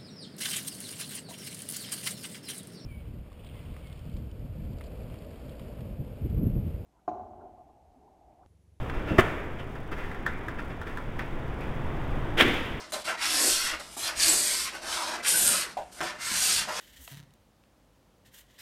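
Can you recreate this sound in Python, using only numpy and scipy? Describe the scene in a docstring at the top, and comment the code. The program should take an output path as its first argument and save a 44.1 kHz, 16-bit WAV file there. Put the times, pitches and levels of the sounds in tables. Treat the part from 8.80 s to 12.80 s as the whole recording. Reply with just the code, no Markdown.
"""A shoe slaps concrete, a steel picket gate clanks, and two feet crunch into gravel: a runner climbs over.
Shoes and hands scuff and knock the bars, which rattle and ring; brick walls throw every sound back.
Town noise and a low rumble of air lie underneath. The small microphone dulls the treble."""
import sys
import numpy as np
from scipy import signal
from scipy.fft import rfft, irfft
from scipy.io import wavfile

SR = 44100
rng = np.random.default_rng(int(sys.argv[2]) if len(sys.argv) > 2 else 0)


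def file_out(sig):
    """Save sig as 16-bit WAV at sys.argv[1]."""
    # one column per channel
    cols = np.atleast_2d(sig).T
    # limit, then scale
    lim = np.clip(cols, -1, 1)
    pcm = np.round(lim * 32767).astype(np.int16)
    wavfile.write(sys.argv[1], SR, pcm)


N = 176400
T = np.arange(N) / SR
GRIT_PER_S = 7600
# The sharp tone of crackling sand. Each row: frequency in Hz, relative level in dB.
SAND_TONE = [(1500, -30), (3300, -20), (4500, 0), (8000, -2), (15000, -5)]


def gate():
    """Each knock on the gate is a bright tick and a short clank; the bars rattle briefly with it."""
    # Hands and shoes hit the bars. Each row: start in seconds, level in dB, pitch in Hz.
    knocks = [(1.246, -33, 1850), (1.314, -30.5, 1780), (1.346, -31, 1680), (1.4636, -14.5, 1590),
              (1.684, -22.5, 1600), (1.793, -31, 1480), (2.0145, -26.5, 1520), (2.073, -34, 1750),
              (2.1725, -23, 1500), (2.3925, -26, 1780)]
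    # The tones of one clank. Each row: multiple of the pitch, level in dB, seconds to fade by 60 dB.
    clank_tones = [(.58, -23, .02), (.85, -4, .012), (1.0, -1, .012), (1.17, -3, .012)]
    # The tone of the rattling bars. Each row: frequency in Hz, relative level in dB.
    rattle_tone = [(300, -6), (900, -5.5), (1150, 0), (1400, 4), (1900, 0), (2400, -31), (3400, -9.5),
                   (5000, -7), (15000, -27)]
    treble = signal.butter(4, 3930, "high", fs=SR, output="sos")
    tick = signal.sosfilt(treble, rng.standard_normal(N))
    rattle = colour(grains(per_s=3000, spread_db=2.5), rattle_tone)
    out, lead_s = np.zeros(N), 0.0035
    for start, db, hz in knocks:
        force = amp(db) * (np.arange(N) == int(start * SR))
        for k, (ratio, tone_db, t60) in enumerate(clank_tones):
            out += (-1) ** k * amp(tone_db) * ring(force, hz * ratio, t60)
        out += tick * swell(start, db - 9.5, rise=0.001, t60=0.021)
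        out += rattle * swell(start - lead_s, db - 13, rise=lead_s, t60=0.13)
    return out


def take_off():
    """Heel and sole strike the concrete in turn and make the shoe ring; the sole grinds on grit."""
    # Heel touch, heel weight and sole slap. Each row: time in seconds, level in dB, contact in seconds.
    pushes = [(.3088, -12, 0.00077), (.3205, -14, 0.0019), (.3873, -0.5, 0.00034)]
    # The ring of the shoe. Each row: pitch in Hz, level in dB, seconds to fade by 60 dB.
    shoe_tones = [(123, -13.5, 0.06), (225, -17, 0.09), (363, -10, 0.062), (388, -13, 0.074),
                  (660, -5.5, 0.034), (1256, -8, 0.082)]
    # The tone of grit under the sole. Each row: frequency in Hz, relative level in dB.
    sole_tone = [(80, -17), (300, -4), (480, -12), (660, 3.5), (850, -7.5), (1220, 5), (1480, -5),
                 (1720, 2.5), (2300, -7), (3300, -12.5), (6000, -15), (15000, -37)]
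    force = np.zeros(N)
    for time, db, contact in pushes:
        push = np.exp(-2 * ((T - time) / contact) ** 2)
        force += amp(db) * push / push.sum()
    shoe = sum(amp(db) * ring(force, hz, t60) for hz, db, t60 in shoe_tones)
    grit = gritty(GRIT_PER_S, sole_tone, spread_db=2.1)
    return shoe + grit * swell(start=0.38, db=-15.5, rise=0.0066, t60=0.1, hold=0.007)


def landing():
    """One foot, then the other, crushes the gravel; loose stones settle."""
    # The crunches. Each row: start in seconds, level in dB, seconds to rise, seconds to fade by 60 dB.
    crunches = [(3.569, -18.5, 0.019, .14), (3.595, -12.5, 0.013, 0.13), (3.64, -27.5, 0.039, 0.9)]
    # The tone of gravel. Each row: frequency in Hz, relative level in dB.
    gravel_tone = [(100, -28), (330, 4), (560, 2), (850, -3), (1300, 0.5), (1800, 3.5), (2200, 2.5),
                   (2700, -0.5), (3400, 1), (4500, -1.5), (8000, -13), (15000, -17)]
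    stones = gritty(per_s=9000, tone=gravel_tone, spread_db=1.5)
    return stones * sum(swell(*row) for row in crunches)


def thuds():
    """The body's weight comes down on the ground in dull bumps."""
    # The bumps. Each row: start in seconds, level in dB, seconds to rise, seconds to fade by 60 dB.
    bumps = [(.198, -35, .003, 0.052), (.308, -21.5, 0.013, 0.2), (3.597, -23.5, 0.028, 0.085),
             (3.647, -25.5, 0.0048, 0.49)]
    # The tone of a bump. Each row: frequency in Hz, relative level in dB.
    bump_tone = [(30, -19), (120, -9.5), (230, 2.5), (340, 2), (560, -10), (900, -37), (3000, -92)]
    return colour(rng.standard_normal(N), bump_tone) * sum(swell(*row) for row in bumps)


def scuffs():
    """Rubber and skin catch and slip many times in each rub, with a hoarse squeal."""
    # Shoes and hands rub on ground and bars. Each row: start in seconds, level in dB,
    # seconds to rise, seconds to fade by 60 dB, squeal pitch in Hz.
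    rubs = [(0.097, -29, 0.00073, 0.027, 2220), (.135, -44, 0.006, 0.83, 2270),
            (0.269, -38.5, 0.011, 1, 2740), (0.782, -39.5, 0.018, 0.12, 3030),
            (0.952, -41, 0.004, .1, 1320), (1.111, -33.5, 0.013, 0.13, 1860),
            (1.16, -40.5, 0.025, 0.96, 1980), (1.78, -38, 0.0087, 0.18, 1430),
            (1.895, -41.5, 0.011, 0.12, 2080), (2.066, -39.5, 0.0041, 0.35, 1900),
            (2.388, -33, 0.0044, 0.21, 1870), (2.8, -42, 0.012, 0.54, 2320)]
    # The tone of slipping rubber. Each row: frequency in Hz, relative level in dB.
    rubber_tone = [(100, 1), (400, 8.5), (900, -1), (1400, 4), (1900, 2), (2500, -4.5), (3300, -8),
                   (5000, -1.5), (8000, -20.5), (15000, -18.5)]
    catches = gritty(GRIT_PER_S, rubber_tone, spread_db=3.5)
    out = np.zeros(N)
    for start, db, rise, t60, hz in rubs:
        squeal = unit(ring(rng.standard_normal(N), hz, t60=0.0079))
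        out += (catches + amp(-6.5) * squeal) * swell(start, db, rise, t60)
    return out


def pickets(contact):
    """The gate's steel tubes go on ringing faintly after they are touched."""
    # The ring of the tubes. Each row: pitch in Hz, level in dB, seconds to fade by 60 dB.
    tube_tones = [(1005, -46, 0.16), (1404, -52, 0.26), (1824, -43.5, 0.069), (2055, -49, 0.094),
                  (2480, -45.5, 0.1), (2720, -43.5, 0.2)]
    return sum(amp(db) * ring(contact, hz, t60) for hz, db, t60 in tube_tones)


def yard(sound):
    """Brick walls send back a few clear echoes and a blurred wash that dies away."""
    # Echoes off the walls. Each row: delay in seconds, level in dB.
    echoes = [(.008, -19), (.031, -29), (.062, -22.5), (.088, -23.5)]
    # How long the wash lasts. Each row: frequency in Hz, seconds to fade by 60 dB.
    wash_fades = [(100, 2.1), (400, 1.8), (1000, 1.23), (2500, 1.31), (5000, 0.95), (14000, 1.1)]
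    # How strong the wash is. Each row: frequency in Hz, level in dB.
    wash_levels = [(100, -8.5), (350, -13.5), (700, -9), (1500, -7.5), (3000, -11), (6000, -10.5),
                   (14000, -12.5)]
    edges_hz, out = np.geomspace(70, 17000, 15), np.zeros(N)
    for low, high in zip(edges_hz, edges_hz[1:]):
        band = signal.butter(3, [low, high], "band", fs=SR, output="sos")
        hz = np.sqrt(low * high)
        # Smear this band's energy over time, then let noise follow its loudness.
        decay = swell(0, 0, rise=0.019, t60=at_hz(wash_fades, hz)) ** 2
        energy = signal.sosfilt(band, sound + 1e-18) ** 2
        smeared = signal.fftconvolve(energy, decay / decay.sum())[:N]
        noise = unit(signal.sosfilt(band, rng.standard_normal(N)))
        out += amp(at_hz(wash_levels, hz)) * np.sqrt(np.abs(smeared)) * noise
    for delay, db in echoes:
        out += amp(db) * np.interp(T - delay, T, sound, left=0)
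    return out


def background():
    """A low rumble of air and the noise of the town each swell and sink slowly."""
    # The tone of each. Each row: frequency in Hz, relative level in dB.
    rumble_tone = [(10, 1.5), (24, 2.5), (31, -2.5), (40, -9.5), (50, -7), (80, -10.5), (145, -8),
                   (200, -26), (500, -48)]
    town_tone = [(40, 7), (140, 0), (200, 1), (350, 0), (550, -4.5), (1000, -7.5), (1900, -13.5),
                 (3000, -22.5), (5000, -22.5), (8000, -30.5), (15000, -39.5)]
    # The loudness of each. Each row: time in seconds, level in dB.
    rumble_levels = [(0, -28.5), (.4, -38.5), (.9, -38), (1.3, -37.5), (1.9, -39), (2.7, -34),
                     (3.45, -29.5), (3.85, -35.5), (4, -38)]
    town_levels = [(0, -35.5), (.3, -34), (0.701, -41), (1.05, -40.5), (1.5, -38), (2.05, -39),
                   (2.65, -36.5), (3.099, -34.5), (3.5, -33.5), (4, -38.5)]
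    out = np.zeros(N)
    for tone, levels in ((rumble_tone, rumble_levels), (town_tone, town_levels)):
        gain = amp(np.interp(T, *np.transpose(levels)))
        out += gain * colour(rng.standard_normal(N), tone)
    return out


def crackle():
    """The treble of the background crackles very faintly."""
    return amp(-54) * colour(grains(per_s=320, spread_db=2.5), SAND_TONE)


def gritty(per_s, tone, spread_db):
    """Many small collisions in a given tone, with sparse sand crackle on top."""
    grit = colour(grains(per_s, spread_db), tone)
    sand = colour(grains(per_s=720, spread_db=4.5), SAND_TONE)
    return grit + amp(-8) * sand


def grains(per_s, spread_db):
    """Tiny collisions make random clicks of uneven size."""
    sizes_db = spread_db * np.minimum(rng.exponential(1, N), 3.2)
    clicks = amp(sizes_db) * rng.choice([-1, 1], N)
    return clicks * (rng.random(N) < per_s / SR)


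def ring(force, hz, t60):
    """A push sets off one tone, which fades by 60 dB in t60 seconds."""
    decay, angle = amp(-60 / (t60 * SR)), 2 * np.pi * hz / SR
    return signal.lfilter([0, np.sin(angle)], [1, -2 * decay * np.cos(angle), decay ** 2], force + 1e-18)


def swell(start, db, rise, t60, hold=0):
    """Loudness rises, holds, then fades by 60 dB every t60 seconds."""
    fading_s = np.maximum(T - start - rise - hold, 0)
    return amp(db - 60 * fading_s / t60) * np.clip((T - start) / rise, 0, 1)


def colour(x, tone):
    """Give a steady sound a tone, at a standard strength."""
    hz = np.arange(N // 2 + 1) * SR / N
    return unit(irfft(rfft(x) * amp(at_hz(tone, hz)), N))


def at_hz(table, hz):
    """Read between a table's rows, with octaves evenly spaced."""
    freqs, values = np.transpose(table)
    return np.interp(np.log(np.maximum(hz, 1)), np.log(freqs), values)


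def unit(x):
    """Scale to an average strength (rms) of 1."""
    return x / np.sqrt(np.mean(x ** 2) + 1e-20)


def amp(db):
    """Turn decibels into a gain."""
    return 10 ** (np.asarray(db) / 20)


def scene():
    """The runner's sounds echo round the yard, over the background."""
    climb = gate() + scuffs()
    steps = take_off() + thuds()
    crossing = climb + pickets(climb) + landing()
    reflections = yard(amp(-0.5) * steps + amp(-1) * crossing)
    return (steps + crossing + reflections + background() + crackle())[None]


def record(dry):
    """The small microphone turns the treble down and cuts off the very top."""
    edge_hz, treble_db, cutoff_hz = 3650, -16, 15850
    low = signal.sosfilt(signal.butter(14, edge_hz, fs=SR, output="sos"), dry)
    high = signal.sosfilt(signal.butter(6, edge_hz, "high", fs=SR, output="sos"), dry)
    top_cut = signal.ellip(12, 0.1, 80, cutoff_hz, fs=SR, output="sos")
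    return signal.sosfilt(top_cut, low + amp(treble_db) * high)


dry = scene()
out = record(dry)
file_out(out)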